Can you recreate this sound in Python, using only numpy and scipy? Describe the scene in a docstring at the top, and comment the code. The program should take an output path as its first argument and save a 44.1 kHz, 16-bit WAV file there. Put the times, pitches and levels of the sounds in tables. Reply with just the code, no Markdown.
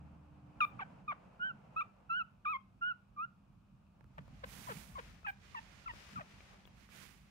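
"""Young puppies squeak on a blanket in a small room, heard from a handheld camera's stereo microphone.
One further back gives a run of thin, clean squeaks; then one close by gives short squeaks that break
and fall into grunts. Each voice is a stack of harmonics gliding through the resonances of the throat.
Noses hiss, claws and fingers tick, a hand and fur brush the cloth, and the camera rumbles.
Behind them an appliance hums and a low drone dies away."""
import sys
import numpy as np
from scipy import signal
from scipy.fft import rfft, irfft, next_fast_len
from scipy.io import wavfile
from scipy.ndimage import map_coordinates

SR = 44100
rng = np.random.default_rng(int(sys.argv[2]) if len(sys.argv) > 2 else 0)


def master(y):
    """Save y as 16-bit WAV."""
    cut = np.clip(np.atleast_2d(y).T, -1, 1)
    pcm = np.round(cut * 32767)  # scale
    wavfile.write(sys.argv[1], SR, pcm.astype(np.int16))


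N = 321930
TOP_HZ = 15700  # the camera's band limit

# Arched whines from further back: start_s, length_s, level_db, fade_db, bright_db, attack_s,
# open_hz, crest_hz, close_hz, crest_s, fall_width_s, end_lift_ratio
FAR_WHINES = [ (0.603, 0.053, -27, 6.3, 10.5, 0.0053, 1230, 1209, 1156, 0.026, 0.019, 0.18),
              (1.394, 0.13, -31, 13, -0.5, 0.04, 1438, 1552, 1180, 0.077, 0.103, 0),
              (2.092, 0.14, -34, 2.7, 4, 0.018, 1329, 1493, 1110, 0.085, 0.102, 0.047),
              (2.447, 0.13, -33.5, 6.5, 6, 0.016, 1175, 1293, 1061, 0.067, 0.039, 0.42),
              (2.811, 0.12, -33, 4.3, -1, 0.02, 1390, 1476, 983, 0.072, 0.15, 0.01),
              (3.162, 0.099, -37.5, 2.5, -3.5, 0.042, 1185, 1406, 1340, 0.086, 0.068, 0.05), ]
# Its breaking squeaks: start_s, break_s, length_s, open_hz, before_break_hz, after_break_hz, close_hz,
# high_voice_db, low_voice_db, roughness_ratio, end_lift_ratio, bright_db
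FAR_BREAKS = [ (0.789, 0.016, 0.054, 1368, 1010, 880, 699, -40.5, -49.5, 0.4, 1, 0),
              (1.076, 0.042, 0.0625, 1265, 1123, 820, 508, -37.5, -52.5, 0.16, 0.08, 0.5),
              (1.76, 0.047, 0.074, 1249, 1367, 1073, 1284, -35, -38, 0, 0.11, 0), ]
# Resonances of its throat and mouth: frequency_hz, gain_db
FAR_RESONANCES = [(1200, 14), (1700, 8), (2450, -2.5), (3100, -8.5), (3650, -19), (4700, -43),
                  (6000, -33.5), (7500, -52), (9500, -35.5), (11000, -46), (13200, -44.5), (15500, -43)]
# Its path to the two microphone ports: frequency_hz, left_over_right_db, left_lead_rad
FAR_MIC_PATH = [(600, 0, .7), (1200, -.3, 1.5), (1500, -3, 2.35), (1900, -1, 3.1), (2200, 6, 4.9),
                (2450, 14, 6.1), (2700, 16, 8.4), (3500, 9, 10), (13000, 0, 25)]
def far_puppy():
    """The puppy further from the microphone: steady vocal folds give clean whines and a few yips."""
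    squeaks = [whine(row) for row in FAR_WHINES]
    squeaks += [yip(row, high_bright_db=4.5, low_bright_db=9.5) for row in FAR_BREAKS]
    return voice(squeaks, FAR_RESONANCES, FAR_MIC_PATH, jitter=0.005, shimmer=0.041,
                 steepen=0.52, edge_s=0.002, rasp_db=-41.5, breath_db=-44.5)


# Yips, throat and microphone path of the close puppy: columns as for the far one
NEAR_BREAKS = [ (4.175, 0.0056, 0.025, 1000, 933, 710, 397, -50, -55.5, 0.39, 0.11, -0.5),
               (4.430, 0.0048, 0.023, 864, 728, 506, 493, -54, -46.5, 0.1, 0.096, -1.5),
               (4.669, 0.0175, 0.065, 1078, 965, 640, 394, -47, -50, 0.11, 0.028, -2.5),
               (4.951, 0.029, 0.059, 1139, 1016, 565, 433, -46, -52.5, 0.26, 0, -1.5),
               (5.243, 0.019, 0.07, 1344, 1253, 845, 769, -46, -48, 0.097, 0.032, 3),
               (5.543, 0.009, 0.059, 1414, 1034, 958, 855, -43.5, -49.5, 0.067, 0.35, 0.5),
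               (5.857, 0.023, 0.066, 1376, 1315, 1070, 882, -44.5, -49.5, 0.077, 0, 2.5),
               (6.156, 0.034, 0.0735, 1404, 1111, 858, 545, -44.5, -53.5, 0.38, 0.16, -3.5), ]
NEAR_RESONANCES = [(900, 3), (1600, 3.5), (2100, -9), (2550, -1.5), (3200, -25), (4000, -30.5), (5500, -49),
                   (15000, -35)]
NEAR_MIC_PATH = [(510, 3, 1.3), (1230, 4, 2.91), (1620, 1.5, 3.97), (1550, -6.5, 3.56), (2216, -2.5, 5.4),
                 (2403, 5, 7.9), (6160, 20, 15)]
def near_puppy():
    """The puppy close to the microphone: less steady folds give raspy yips that fall into grunts."""
    squeaks = [yip(row, high_bright_db=-6.5, low_bright_db=3.0) for row in NEAR_BREAKS]
    return voice(squeaks, NEAR_RESONANCES, NEAR_MIC_PATH, jitter=0.0085, shimmer=0.19,
                 steepen=0.43, edge_s=0.0027, rasp_db=-34.0, breath_db=-36.5)


FLICK_S = 0.004  # the pitch flicks up out of a squeak
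DULLING = 0.5  # dB of brightness lost for each dB of softening at a squeak's edges
def whine(row, rise_width_s=0.068, scoop_s=0.0072, tremor_hz=22.1, tremor_depth=0.0049, rough=0.17):
    """Pitch arches over a crest as the level fades; the voice is unsteady as it catches and lets go."""
    (start, length, db, fade_db, bright_db, attack,
     open_hz, crest_hz, close_hz, crest_s, fall_width_s, lift) = row
    age = np.arange(int(length * SR)) / SR
    climb = open_hz + (crest_hz - open_hz) * swell(age, crest_s, rise_width_s)
    fall = close_hz + (crest_hz - close_hz) * swell(age, crest_s, fall_width_s)
    ends = swell(age, 0, 2 * scoop_s) + np.exp((age - length) / FLICK_S)
    tremor = tremor_depth * np.cos(2 * np.pi * tremor_hz * age)
    pitch = np.where(age < crest_s, climb, fall) * (1 + lift * ends + tremor)
    soft_db = edges_db(age, length, attack, release_s=min(attack, 0.015))
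    level_db = db - fade_db * age / length + soft_db
    return start, pitch, level_db, bright_db + DULLING * soft_db, rough * ends


def yip(row, high_bright_db, low_bright_db, drop_s=0.0028, crack_s=0.028):
    """A thin high voice glides, cracks, and drops into a low voice that is richer in overtones."""
    (start, break_s, length, open_hz, before_hz, after_hz, close_hz,
     high_db, low_db, rough, lift, own_bright_db) = row
    age = np.arange(int(length * SR)) / SR
    high_share = np.exp(-np.maximum(age - break_s, 0) / drop_s)
    blend = lambda high, low: high_share * high + (1 - high_share) * low
    high_hz = np.interp(age, [0, break_s], [open_hz, before_hz])
    unsettled = np.interp(age, [break_s, length], [1, 0]) ** 1.5  # fast at first, then levels off
    low_hz = close_hz + (after_hz - close_hz) * unsettled
    pitch = blend(high_hz, low_hz) * (1 + lift * np.exp((age - length) / FLICK_S))
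    soft_db = edges_db(age, length, attack_s=0.0084, release_s=0.013)
    bright_db = own_bright_db + blend(high_bright_db, low_bright_db) + DULLING * soft_db
    crack = rough * swell(age, break_s + 0.003, crack_s)
    return start, pitch, blend(high_db, low_db) + soft_db, bright_db, crack


def edges_db(age, length_s, attack_s, release_s, depth_db=25):
    """A squeak swells from depth_db below its full level, holds, and sinks back."""
    onset = np.maximum(1 - age / attack_s, 0) ** 2
    ending = np.maximum(1 - (length_s - age) / release_s, 0) ** 2
    return -depth_db * (onset + ending)


# Breath in the voice: frequency_hz, relative_db
BREATH_SPECTRUM = [(700, -8), (1300, -4.5), (2600, 8), (4000, -5.5), (6500, -10), (9000, -9), (11000, -23),
                   (13200, -16.5), (15500, -23)]
def voice(squeaks, throat, mic_path, jitter, shimmer, steepen, edge_s, rasp_db, breath_db, harmonics=12):
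    """Harmonics of the vocal folds glide through the throat's fixed resonances, with a little breath."""
    tone, airflow = np.zeros((2, N)), np.zeros(N)
    k = np.arange(1, harmonics + 1)[:, None]
    for start, pitch, db, bright_db, rough in squeaks:
        span = int(start * SR) + np.arange(len(pitch))
        t = span / SR
        hz = k * pitch
        overtone_db = bright_db + along(throat, hz) - along(throat, pitch)
        # a softer voice loses its high overtones faster
        tilt_db = steepen * np.minimum(overtone_db[1], 0) * np.log2(k / 2)
        gain = amp(db + np.where(k > 1, overtone_db + tilt_db, 0)) * (hz < TOP_HZ)
        # each overtone flutters on its own
        gain *= amp(0.92 * np.log2(k) * np.array([wobble(90, t) for _ in range(harmonics)]))
        # in a crack the folds beat unevenly in both strength and timing
        gain *= 1 + shimmer * wobble(140, t) + rough * wobble(902, t)
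        unsteady = 1 + jitter * (wobble(300, t) + 0.46 * wobble(55, t)) + 0.21 * rough * wobble(900, t)
        gain *= ease_in(np.minimum(t - t[0], t[-1] - t) / edge_s)
        # uneven closing smears the high harmonics into a rasp
        rasp = amp(rasp_db) * wobble(1600, t) * k ** 1.66
        phase = 2 * np.pi * np.cumsum(pitch * unsteady) / SR + rasp
        lead = along(mic_path, hz, column=2) / 2
        waves = np.cos(k * phase + np.array([lead, -lead]))
        tone[:, span] += np.sqrt(2) * np.sum(gain * panned(along(mic_path, hz)) * waves, axis=1)
        airflow[span] = np.hypot(gain[0], gain[1])
    return tone + amp(breath_db) * airflow * noise(BREATH_SPECTRUM, alike=0.17)


# Puffs through a small nose: middle_s, length_s, level_db
NOSE_PUFFS = [(0.656, .08, -71), (5.297, 0.049, -65.5), (6.428, 0.031, -85), (6.671, 0.021, -69.5)]
# Their hiss: frequency_hz, relative_db
NOSE_SPECTRUM = [(2000, -8.5), (7000, -21), (9000, -8), (11000, -22.5), (13500, -5), (15500, -4)]
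def nose(t):
    """Air hisses thinly through a puppy's nose."""
    puffs = sum(amp(db) * swell(t, middle, length) for middle, length, db in NOSE_PUFFS)
    return puffs * noise(NOSE_SPECTRUM, alike=0.2)


# Small contacts around the microphone: start_s, level_db, ring_hz, t60_s, left_over_right_db
CONTACTS = [(3.867, -71, 2640, 0.027, 14), (4.009, -49.5, 900, 0.018, -26), (4.043, -51, 1330, 0.01, -9.5),
            (4.28, -51, 560, 0.011, 5), (5.232, -49, 900, 0.0031, 5), (5.937, -42, 1140, 0.0085, 11.5),
            (6.092, -42.5, 1200, 0.0037, 11), (6.406, -48.5, 2330, 0.011, 1), (6.654, -51, 3340, 0.013, 14),
            (6.675, -52.5, 2840, 0.011, 19), (6.890, -51.5, 1440, .008, -3)]
def ticks(t):
    """Claws, mouths and fingers tick: each a brief damped ring with a burst of noise."""
    ring, burst = np.zeros((2, N)), np.zeros((2, N))
    age = t[:SR // 20]
    for start, db, hz, t60, pan_db in CONTACTS:
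        span = round(start * SR) + np.arange(len(age))
        decay = amp(db - 60 * age / t60) * panned(pan_db)
        ring[:, span] += decay * np.sin(2 * np.pi * hz * age)
        burst[:, span] += decay
    grit = noise([(200, 6.5), (1500, 1.5), (3500, -30), (6000, -30), (15000, -49)], alike=0.36)
    return ring + amp(-4.5) * burst * grit


# Strokes close to the microphone: start_s, length_s, left_cloth_db, right_cloth_db, skin_db
HAND_STROKES = [ (4.277, 0.45, -85, -69, -94), (4.419, 0.38, -66.5, -55, -56.5),
                (4.888, 0.2, -60.5, -64.5, -78), (5.357, 0.47, -69.5, -60.5, -87.5),
                (5.86, 0.29, -58, -61.5, -76), (6.2, 0.33, -63.5, -65.5, -103),
                (6.72, 0.056, -82, -59, -71.5), (6.861, 0.08, -63, -53.5, -62.5),
                (6.921, 0.11, -80, -55, -61), ]
# Light contact between strokes: left_cloth_db, right_cloth_db, skin_db
LIGHT_TOUCH = [-73, -72, -108]
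# Friction of cloth and of skin: frequency_hz, relative_db
CLOTH_SPECTRUM = [(300, 7.5), (700, 1.5), (1500, 9), (2400, 9.5), (3400, 4), (4200, 2), (5200, 0.5),
                  (6800, -2.5), (7500, -7), (9500, -10.5), (14000, -19.5)]
SKIN_SPECTRUM = [(2500, -8), (6000, -6.5), (8500, -6), (11500, -6), (14000, -10), (15600, -7.5)]
def stroking_hand(t, attack_s=0.12, release_s=0.096):
    """A hand strokes fur and cloth and rubs by the right port; the fibres make the hiss grainy."""
    touches = [np.outer(amp(LIGHT_TOUCH), reaching(t))]
    for start, length, *levels_db in HAND_STROKES:
        rise = ease_in((t - start) / attack_s)
        release = np.exp(-np.maximum(t - start - length, 0) / release_s)
        touches.append(np.outer(amp(levels_db), rise * release))
    left, right, rubbing = power_sum(touches)
    fibres = amp(0.77 * wobble(220, t) + 0.17 * wobble(23, t))
    cloth = np.array([left, right]) * noise(CLOTH_SPECTRUM, alike=0.013)
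    skin = rubbing * noise(SKIN_SPECTRUM, alike=0.025) * panned(-16.5)
    return fibres * (cloth + skin + fur_swish(t))


def reaching(t, start_s=4.04, rise_s=0.29):
    """0 while the hand and camera rest, 1 once they keep moving."""
    return np.clip((t - start_s) / rise_s, 0, 1)


# One slide of fur, just left of centre: middle_s, length_s, level_db, centre_hz, rise_hz_per_s
FUR_SLIDE = (6.02, 0.47, -74.5, 5100, 1500.5)
def fur_swish(t, width_hz=800):
    """A narrow band of hiss rises as fur slides over the palm."""
    middle, length, db, hz, rise = FUR_SLIDE
    phase = 2 * np.pi * np.cumsum(hz + rise * (t - middle)) / SR
    band = [wobble(width_hz, t) * np.cos(phase) + wobble(width_hz, t) * np.sin(phase) for _ in range(2)]
    return amp(db) * swell(t, middle, length) * np.array(band) * panned(2)


# Bodies shifting on the blanket: middle_s, length_s, level_db
BODY_SHIFTS = [(0.0, 1.23, -68.5), (0.76, 0.55, -61.5), (1.457, 1.4, -65), (4.7, 0.96, -67),
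               (6.105, 1.45, -70), (6.544, 0.13, -68)]
# The blanket's rustle: frequency_hz, relative_db
BLANKET_SPECTRUM = [(200, -11.5), (400, 0), (600, 3.5), (850, 4.5), (1400, -3.5), (1900, -12.5),
                    (2600, -10.5), (3600, -24), (8000, -31.5), (15000, -50.5)]
def blanket(t, rest_db=-78.0):
    """Bodies rub on the blanket: a faint rustle that swells with each shift."""
    shifts = [amp(db) * swell(t, middle, length) for middle, length, db in BODY_SHIFTS]
    return power_sum(shifts + [amp(rest_db)]) * amp(wobble(26, t)) * noise(BLANKET_SPECTRUM, alike=0.19)


# Soft bumps that shake the camera and thud in the bedding: middle_s, length_s, shake_db, thud_db
SOFT_BUMPS = [(0.0, 0.58, -73, -58.5), (0.72, 0.94, -80.5, -60), (1.5, 0.57, -77, -61.5),
              (4.337, 0.52, -60.5, -60), (4.727, 0.31, -62, -56), (5.018, 0.58, -60, -64),
              (5.53, 0.13, -63, -86), (5.935, 0.13, -57, -81), (6.168, 0.066, -55.5, -51.5)]
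# Handling rumble at the microphone and boom of the room: frequency_hz, relative_db
RUMBLE_SPECTRUM = [(20, -46.5), (32, -20), (45, 8.5), (58, 10), (80, 5), (130, -2.5), (220, -50.5)]
BOOM_SPECTRUM = [(50, -17.5), (90, -6.5), (135, 4.5), (210, 1), (260, -7), (350, -20), (700, -77)]
def rumble_and_boom(t, held_db=-71.5, moving_db=-69, boom_db=-68.0):
    """The camera rumbles in the hand and the room booms; both swell with each bump."""
    shakes = [amp(db) * swell(t, middle, length) for middle, length, db, _ in SOFT_BUMPS]
    thuds = [amp(db) * swell(t, middle, length) for middle, length, _, db in SOFT_BUMPS]
    shake = power_sum(shakes + [amp(held_db), amp(moving_db) * reaching(t)])
    thud = power_sum(thuds + [amp(boom_db)])
    rumble = shake * amp(2.1 * wobble(25, t)) * noise(RUMBLE_SPECTRUM, alike=0.85)
    boom = thud * amp(2.4 * wobble(30, t)) * noise(BOOM_SPECTRUM, alike=0.87)
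    return (rumble + boom) * panned(-2.2)


# An appliance in the background: pitch_hz, level_db
HUM_TONES = [(196.4, -71.5), (170, -89), (96.7, -77.5)]
def appliance_hum(t):
    """An appliance hums throughout on a few low tones."""
    return sum(wavering_tone(t, hz, db) for hz, db in HUM_TONES)


# Course of a drone in the background: time_s, low_tone_relative_db, high_tone_relative_db
DRONE_LEVELS = [(0.0, -54, -75.5), (0.57, -67.5, -67), (1.93, -103, -96), (2.0, -80.5, -89.5)]
def drone(t, low_hz=76, high_hz=296, end_s=2.4):
    """Two low tones drone and die away."""
    times, low_db, high_db = np.transpose(DRONE_LEVELS)
    low = wavering_tone(t, low_hz, np.interp(t, times, low_db) - 3.5)
    high = wavering_tone(t, high_hz, np.interp(t, times, high_db) + 0.5)
    return (low + high) * np.clip(end_s - t, 0, 1)


# Room tone: frequency_hz, relative_db
AIR_SPECTRUM = [(150, -25.5), (250, -7), (385, -7), (420, -17.5), (669, -22.5), (705, -22.5), (755, -25.5),
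                (1180, -6.5), (2020, -28.5), (2490, -14.5), (3220, -24), (3830, -25), (15500, -39.5)]
def room_air(level_db=-79.5):
    """Faint, steady air all around the microphone."""
    return amp(level_db) * noise(AIR_SPECTRUM, alike=0.14)


# Decay of the small room: frequency_hz, t60_s
ROOM_DECAY = [(200, .35), (1300, .29), (2500, .28), (6000, .23), (14000, .2)]
def room_reverb(direct):
    """The walls return a diffuse tail; each frequency dies at its own speed."""
    hz, age, spectrum = signal.stft(rng.standard_normal((2, SR // 2)), SR, nperseg=256)
    decay = amp(-60 * age / along(ROOM_DECAY, hz)[:, None])
    tail = signal.istft(spectrum * decay, SR, nperseg=256)[1]
    tail = np.pad(tail / np.linalg.norm(tail[0]), ((0, 0), (SR // 200, 0)))  # arrives 5 ms late
    return signal.fftconvolve(direct, tail, axes=1)[:, :N]


def amp(db):
    """Decibels to gain."""
    return 10 ** (np.asarray(db) / 20)


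def power_sum(gains):
    """Unrelated sounds add in power."""
    return np.sqrt(sum(gain ** 2 for gain in gains))


def along(points, hz, column=1):
    """One column of a frequency table, read on a log axis."""
    table = np.transpose(points)
    return np.interp(np.log(hz + 1), np.log(table[0]), table[column])


def wobble(rate, t):
    """A smooth random curve, rate knots a second."""
    knots = rng.standard_normal(len(t) // 4 + 8)[:int((t[-1] - t[0]) * rate) + 4]
    return map_coordinates(knots, [(t - t[0]) * rate])


def wavering_tone(t, hz, db):
    """A sine that wanders slightly in level and phase."""
    peak = np.sqrt(2) * amp(db + 0.56 * wobble(6.2, t))
    return peak * np.sin(2 * np.pi * hz * t + 0.33 * wobble(3.3, t))


def swell(t, middle, length):
    """A smooth bump of height 1."""
    return np.exp(-(2 * (t - middle) / length) ** 2)


def ease_in(progress):
    """A smooth rise from 0 to 1."""
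    return np.sin(np.pi / 2 * np.clip(progress, 0, 1)) ** 2


def filtered(x, response):
    """x shaped by a response of frequency."""
    size = next_fast_len(N + 8192)
    return irfft(rfft(x, size) * response(np.fft.rfftfreq(size, 1 / SR)), size)[..., :N]


def panned(db):
    """Left and right gains of constant total power; db is left over right."""
    gains = amp(np.array([np.atleast_1d(db), -np.atleast_1d(db)]) / 2)
    return gains / np.sqrt(np.mean(gains ** 2, axis=0))


def noise(spectrum, alike):
    """Coloured stereo noise of rms 1; alike is the correlation of the two sides."""
    mid, side = filtered(rng.standard_normal((2, N)), lambda hz: amp(along(spectrum, hz)))
    turn = np.arccos(alike) / 2
    stereo = np.cos(turn) * mid + np.sin(turn) * np.array([side, -side])
    return stereo / np.sqrt(np.mean(stereo ** 2) + 1e-20)


def scene():
    """Two puppies and small ticks ring faintly in the room, over rustles, rumble and hum."""
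    t = np.arange(N) / SR
    direct = far_puppy() + amp(2.05) * near_puppy() + ticks(t) + nose(t)
    reverb = amp(-19.5) * room_reverb(direct)
    rustle = stroking_hand(t) + blanket(t)
    background = rumble_and_boom(t) + appliance_hum(t) + drone(t) + room_air()
    return direct + reverb + rustle + background


def record(dry):
    """The camera keeps nothing above its band limit."""
    return filtered(dry, lambda hz: hz < TOP_HZ)


dry = scene()
out = record(dry)
master(out)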